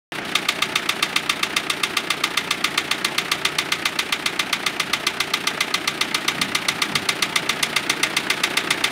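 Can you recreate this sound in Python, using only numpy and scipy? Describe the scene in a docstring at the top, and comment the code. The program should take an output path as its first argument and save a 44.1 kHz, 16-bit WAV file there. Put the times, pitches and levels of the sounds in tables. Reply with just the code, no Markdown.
"""A four-cylinder engine idles under an open bonnet, with a hard metallic knock once in every cycle.
A loose part strikes, the engine block rings and the sound scatters round the engine bay. The cylinders
and valves clatter between the knocks, over a low drone, the whine of belt-driven parts, the rush of
the fan and a few soft gusts on the swaying microphone."""
import sys
import numpy as np
from scipy import signal
from scipy.fft import rfft, irfft, next_fast_len
from scipy.io import wavfile

SR = 44100
rng = np.random.default_rng(int(sys.argv[2]) if len(sys.argv) > 2 else 0)


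def wrap_up_sound(samples):
    """Save the sound to the file named by the first command line argument, as 16-bit audio."""
    columns = np.atleast_2d(samples).T
    # keep every value between -1 and 1, then stretch to whole-number steps
    tamed = np.clip(columns, -1, 1)
    steps = np.round(tamed * 32767).astype(np.int16)
    wavfile.write(sys.argv[1], SR, steps)


N = 392931
TIME = np.arange(N) / SR
BLOW_TIME = np.arange(int(.13 * SR)) / SR  # seconds since one blow landed
IDLE_RPM, FIRST_KNOCK_S = 890.6, .3498
CYCLE_S = 2 * 60 / IDLE_RPM  # one cycle is two turns of the crankshaft

# Tone of a knock scattered by the covers and the bay: f/Hz, relative level/dB
SCATTER_TONE = [(100, -40), (300, -3), (500, -19), (900, -9), (1500, -2), (2300, 1.5), (3700, 4),
                (4300, -5), (7000, -8.5), (9000, -19.5), (12000, -21), (16000, -48)]


def knock(rebound_s=.0034):
    """The same loose part strikes and rebounds each cycle, so ring, thud and echoes repeat."""
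    # Tone of metal hitting metal: f/Hz, relative level/dB
    crack_tone = [(500, -10.5), (1200, -18.5), (2200, -5.5), (4500, 1.5), (5900, 3.5), (7300, -6.5),
                  (8900, 3.5), (9800, -3), (10700, -1), (12000, -10.5), (13600, -13.5), (16000, -54)]
    # Tone of the dull thud under it: f/Hz, relative level/dB
    thud_tone = [(60, -42), (150, -7), (320, -2), (480, -38), (700, 1), (1000, -29), (1600, -8)]
    times, force_db, bright_db = blows()
    size, out = len(BLOW_TIME), np.zeros(N)
    thud = gain_of(-24.5) * noise(thud_tone, size) * burst(BLOW_TIME, .0033, .0068)
    strike = gain_of(-24) * burst(BLOW_TIME, .00081, .0018)
    rebound = gain_of(-25.5) * burst(BLOW_TIME - rebound_s, .00073, .0046)
    crack = (strike + rebound) * noise(crack_tone, size)
    bodies = gain_of(-.54) * block_ring(times) + gain_of(-20.5) * bay_echoes(times) + thud
    for start, body, force, bright in zip(times, bodies, gain_of(force_db), gain_of(bright_db)):
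        # the grit and the rattle of the covers are new with every blow
        grit = gain_of(-24) * noise(crack_tone, size) * burst(BLOW_TIME, .0044, .0079)
        covers = gain_of(-26.5) * noise(SCATTER_TONE, size) * burst(BLOW_TIME, .011, .016)
        add(out, start, force * (body + covers) + bright * (crack + grit))
    return out


def blows(jitter_s=.0003, force_spread_db=.4, bright_spread_db=1):
    """One blow per cycle, each a little different in timing, force and brightness."""
    # The knock slowly eases, then hardens: t/s, force/dB, brightness/dB
    strength = [(.35, 0, -.5), (1.7, -1, -0.3), (3.3, -.5, .5), (4.7, -1.56, -1.6), (6.1, -1.36, .8),
                (7.3, -.5, 2.5), (8.85, 0, 2)]
    times = np.arange(FIRST_KNOCK_S, N / SR, CYCLE_S)
    when, force_db, bright_db = np.transpose(strength)
    late, harder, brighter = rng.standard_normal((len(times), 3)).T
    return (times + jitter_s * late,
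            np.interp(times, when, force_db) + force_spread_db * harder,
            np.interp(times, when, bright_db) + bright_spread_db * brighter)


def block_ring(times, spread_db=1.07, wander_turns=.052, damping=.79):
    """Each blow rings the block like a bell; the mix of its notes shifts as the microphone sways."""
    # Notes of the block and its covers: f/Hz, relative level/dB, base ring time/s,
    # change per sideways step/dB, change per forward step/dB
    notes = [(876, -32, .064, -.4, .8), (974, -30.7, .049, -.9, -.4), (1160, -18.2, .051, 0, -.1),
             (1234, -17.5, .032, .3, 0), (1420, -28.6, .092, -.7, .2), (1538, -31.4, .074, -1.8, 0),
             (1686, -35, .089, 1.2, .9), (1860, -25, .048, -1.4, .2), (2000, -23, .055, -.4, -.6),
             (2074, -16.5, .056, -.6, -.3), (2161, -26.5, .067, 1.4, -.6), (2220, -27.6, .14, -.9, .4),
             (2342, -25, .1, .5, -.5), (2446, -28.5, .14, .1, -.5), (2581, -23.5, .064, -.4, .9),
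             (2680, -20.8, .036, -1.2, 1), (2850, -26.8, .038, -.2, -.1), (3115, -19.8, .032, .6, -.7),
             (3295, -27, .038, 1.8, 1.7), (3506, -19, .024, 1.2, -.7), (3608, -13.8, .017, 1.6, .8),
             (3770, -25.6, .075, .7, -.4), (3921, -30, .047, -.5, -.6), (4320, -17.6, .021, -.1, -2),
             (4678, -23.7, .032, -1.7, .9), (4909, -22.8, .022, -.8, -.9), (5439, -28, .012, -1, 0),
             (5859, -20, .01, -1, -1.2), (8855, -31, .012, -.2, .6), (10620, -29, .007, -1.7, .9)]
    # Path of the hand-held microphone: t/s, sideways/steps, forwards/steps (steps of no set size)
    sway = [(.35, 3.5, 0), (1.8, 1, 1), (3, 0, -1.7), (4.4, .7, -1.2), (5.7, -0.7, -2.5), (7.2, -0.5, -1.3),
            (8, -2.5, 1), (8.85, -1, 1.9)]
    when, *path = np.transpose(sway)
    sideways, forwards = (np.interp(times, when, steps) for steps in path)
    rings = np.zeros((len(times), len(BLOW_TIME)))
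    for k, (hz, db, ring_s, side_db, forward_db) in enumerate(notes):
        fade = burst(BLOW_TIME, .0015, ring_s / damping / np.log(1000))
        note = (-1) ** k * fade * np.exp(2j * np.pi * hz * BLOW_TIME)  # neighbours swing opposite ways
        heard_db = db + side_db * sideways + forward_db * forwards
        gain = gain_of(heard_db + spread_db * rng.standard_normal(len(times)))
        phase_shift = np.exp(2j * np.pi * wander_turns * drift(times, .41))
        rings += np.outer(gain * phase_shift, note).imag
    return smear_through_metal(rings)


def smear_through_metal(rings, longest_s=.003505, grain_hz=220):
    """Each frequency takes its own time through the metal, which smears the blow into a short clank."""
    length = next_fast_len(2 * len(BLOW_TIME))
    hz = np.fft.rfftfreq(length, 1 / SR)
    delay_s = longest_s * (1 + np.tanh(drift(hz, 1 / grain_hz))) / 2
    phase_shift = np.exp(-2j * np.pi * np.cumsum(delay_s) * hz[1])
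    return irfft(rfft(rings, length) * phase_shift, length)[:, :len(BLOW_TIME)]


def bay_echoes(times, count=6):
    """Dense echoes in the engine bay; one pattern blends into the next as the microphone moves."""
    patterns = np.array([noise(SCATTER_TONE, len(BLOW_TIME)) for _ in range(count)])
    away = np.linspace(0, count - 1, len(times))[:, None] - np.arange(count)
    blend = np.cos(np.pi / 2 * np.clip(away, -1, 1))
    return blend @ (patterns * burst(BLOW_TIME, .0066, .02))


def firing_clatter(cycles):
    """Fuel burns in each of the four cylinders in turn, and each firing clatters."""
    # Firings: place in the cycle/0-1, level/dB, decay/s
    firings = [(.0, -29, 0.026), (.26, -27, 0.01), (.52, -27.5, 0.011), (.745, -24, 0.008)]
    # Tone of the clatter: f/Hz, relative level/dB
    tone = [(100, -39), (330, 4.5), (500, -6.5), (700, -0.5), (1000, -4.5), (1270, -4), (1600, -0.5),
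            (2100, 0.5), (2800, -3), (3700, -16), (5000, -15.5), (8000, -28), (16000, -48)]
    return rattle(firings, tone, cycles, rise_s=.0072, spread_db=.6, jitter_cycles=.005, alike=.15)


def valve_ticks(cycles):
    """Valves and fuel injectors tick brightly, six times a cycle."""
    # Ticks: place in the cycle/0-1, level/dB, decay/s
    ticks = [(.225, -31, 0.014), (.41, -38.5, .014), (.475, -31.5, 0.014), (.53, -34.5, 0.017),
             (.655, -41, 0.013), (.725, -31.5, 0.0073)]
    # Tone of a tick: f/Hz, relative level/dB
    tone = [(800, -6), (2000, -5), (3600, 1), (5000, -9), (7000, -15.5), (8300, -15.5), (8900, -8),
            (9600, -16), (11000, -15), (12500, -21), (15000, -20), (16000, -29)]
    return rattle(ticks, tone, cycles, rise_s=.006, spread_db=.7, jitter_cycles=.008, alike=.11)


def rattle(hits, tone, cycles, rise_s, spread_db, jitter_cycles, alike):
    """Bursts of small impacts at set places in the cycle; the share 'alike' repeats every cycle."""
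    power = np.zeros(N)
    for place, db, decay_s in hits:
        progress = cycles - place + jitter_cycles * drift(TIME[::64], 6).repeat(64)[:N]
        hit_number = np.floor(progress - np.floor(progress[0])).astype(int)
        gains = gain_of(db + spread_db * rng.standard_normal(int(N / SR / CYCLE_S) + 4))
        since_hit_s = progress % 1 * CYCLE_S
        power += (gains[hit_number] * burst(since_hit_s, rise_s, decay_s)) ** 2
    repeated = np.resize(noise(tone, round(CYCLE_S * SR)), N)
    return np.sqrt(power) * (np.sqrt(alike) * repeated + np.sqrt(1 - alike) * noise(tone))


def drone(cycles, waver=.21):
    """Low tones follow the crankshaft and waver in strength and timing."""
    # Tones: swings per cycle, relative level/dB; the one between whole numbers is a belt-driven shaft
    tones = [(8, -72), (12, -58), (16, -58), (20, -49), (24, -49), (26.45, -52), (29, -55), (30, -52),
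             (31, -52), (32, -54), (34, -54), (35, -54), (37, -51), (39, -52), (40, -50), (43, -49),
             (44, -48), (48, -49), (50, -56), (52, -47), (56, -52), (60, -54), (62, -55)]
    out, coarse = np.zeros(N), TIME[::256]
    for swings, db in tones:
        wobble = np.interp(TIME, coarse, 1 + waver * (drift(coarse, 4) + 1j * drift(coarse, 4)))
        tone = np.exp(2j * np.pi * (swings * cycles + rng.random()))
        out += gain_of(db) * (wobble * tone).real
    return np.sqrt(2) * gain_of(-.5) * out


def fan_rush():
    """The fan pushes air in a steady rush."""
    # Tone of the moving air: f/Hz, relative level/dB
    tone = [(20, -44), (60, -37), (100, -9.5), (170, 1.5), (400, -0.5), (490, -4), (700, 0), (1050, -3.5),
            (1250, 2), (2100, 0), (3600, -9), (6500, -25), (9000, -24.5), (16000, -38)]
    return gain_of(-33.5) * noise(tone)


def belt_whines():
    """Belt-driven parts whine; each whine is a narrow band of noise, so it sounds fuzzy."""
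    # Whines: f/Hz, width/Hz, relative level/dB
    whines = [(630, 14, -51), (692, 18, -51), (874, 13, -47), (1265, 25, -46)]
    hz = np.fft.rfftfreq(N, 1 / SR)
    power = sum(gain_of(db) ** 2 / width / (1 + ((hz - centre) / width) ** 2) ** 2
                for centre, width, db in whines)
    total_gain = np.linalg.norm(gain_of([db for _, _, db in whines]))
    spectrum = np.sqrt(power) * np.exp(2j * np.pi * rng.random(len(hz)))
    return gain_of(-1) * total_gain * unit_level(irfft(spectrum, N))


def low_thump(cycles, lag_s=.007, width_s=.014):
    """A soft, very low thump swells around each knock."""
    # Tone of the thump: f/Hz, relative level/dB
    tone = [(15, -8), (30, -1), (55, -2), (75, -2), (130, -23), (600, -70)]
    from_knock_s = ((cycles + .5) % 1 - .5) * CYCLE_S
    swell = np.exp(-.5 * ((from_knock_s - lag_s) / width_s) ** 2)
    return gain_of(-54) * swell * noise(tone)


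def gusts():
    """Wind brushes the microphone in soft puffs of low noise."""
    # Puffs: t/s, level/dB, half length/s, centre f/Hz
    puffs = [(4.933, -44, .035, 110), (6.44, -32, 0.059, 175), (6.75, -44, 0.093, 139),
             (6.94, -33, .06, 177), (7.445, -37, 0.035, 173)]
    out = np.zeros(N)
    for peak_s, db, half_s, hz in puffs:
        tone = [(hz / 4, -28), (hz * .74, -2), (hz, 0), (hz * 1.7, -5), (hz * 4, -35), (hz * 20, -80)]
        swell = np.exp(-.5 * ((TIME - peak_s) / half_s) ** 2)
        out += gain_of(db) * swell * noise(tone)
    return out


def gain_of(db):
    """Turns decibels into a number to multiply by."""
    return 10 ** (np.asarray(db) / 20)


def unit_level(x):
    """Scales a sound to an average power of 1."""
    return x / np.sqrt(np.mean(x ** 2) + 1e-20)


def noise(tone, size=N):
    """Noise of average power 1, shaped by rows of f/Hz, relative level/dB."""
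    length = next_fast_len(size)
    hz = np.fft.rfftfreq(length, 1 / SR)
    row_hz, row_db = np.transpose(tone)
    gains = gain_of(np.interp(np.log(hz + 1), np.log(row_hz), row_db))
    spectrum = gains * np.exp(2j * np.pi * rng.random(len(hz)))
    return unit_level(irfft(spectrum, length)[:size])


def drift(t, top_rate):
    """A smooth random wander along t, about 1 in size, made of twelve slow waves."""
    rates = top_rate * np.geomspace(.1, 1, 12)
    waves = np.sin(2 * np.pi * (t[:, None] * rates + rng.random(len(rates))))
    return waves.sum(1) * np.sqrt(2 / len(rates))


def burst(t, rise_s, decay_s):
    """Swells for the rise time, then dies away; silent before t = 0."""
    swell = np.sin(np.pi / 2 * np.clip(t / rise_s, 0, 1)) ** 2
    return swell * np.exp(-np.maximum(t - rise_s, 0) / decay_s)


def add(mix, start_s, sound):
    """Mixes a sound in at the given time."""
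    part = mix[round(start_s * SR):][:len(sound)]
    part += sound[:len(part)]


def scene(low_cut_hz=50):
    """The idling engine, heard from just above; only the low thump reaches the deepest bass."""
    # The running engine is louder when the microphone is nearer: t/s, level change/dB
    nearness_db = [(.12, 0.5), (1.5, -1), (3, -0.5), (4.3, -1.5), (5.5, -0.9), (6.4, 0), (7.3, 0),
                   (8.9, 1.5)]
    nearness = gain_of(np.interp(TIME, *np.transpose(nearness_db)))
    cycles = (TIME - FIRST_KNOCK_S) / CYCLE_S  # a whole number at every knock
    running = firing_clatter(cycles) + valve_ticks(cycles) + fan_rush()
    sound = knock() + nearness * (running + drone(cycles) + belt_whines()) + gusts()
    low_cut = signal.butter(2, low_cut_hz, "highpass", fs=SR, output="sos")
    return (signal.sosfilt(low_cut, sound) + low_thump(cycles))[None]


def record(dry, start_s=.12, top_hz=15780):
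    """The sound begins after a short silence, and its highest treble is cut off steeply."""
    fade_in = np.clip((TIME - start_s) * 1000, 0, 1)
    treble_cut = signal.firwin(511, top_hz, window=("kaiser", 9), fs=SR)
    return signal.oaconvolve(dry * fade_in, treble_cut[None], "same")


dry = scene()
out = record(dry)
wrap_up_sound(out)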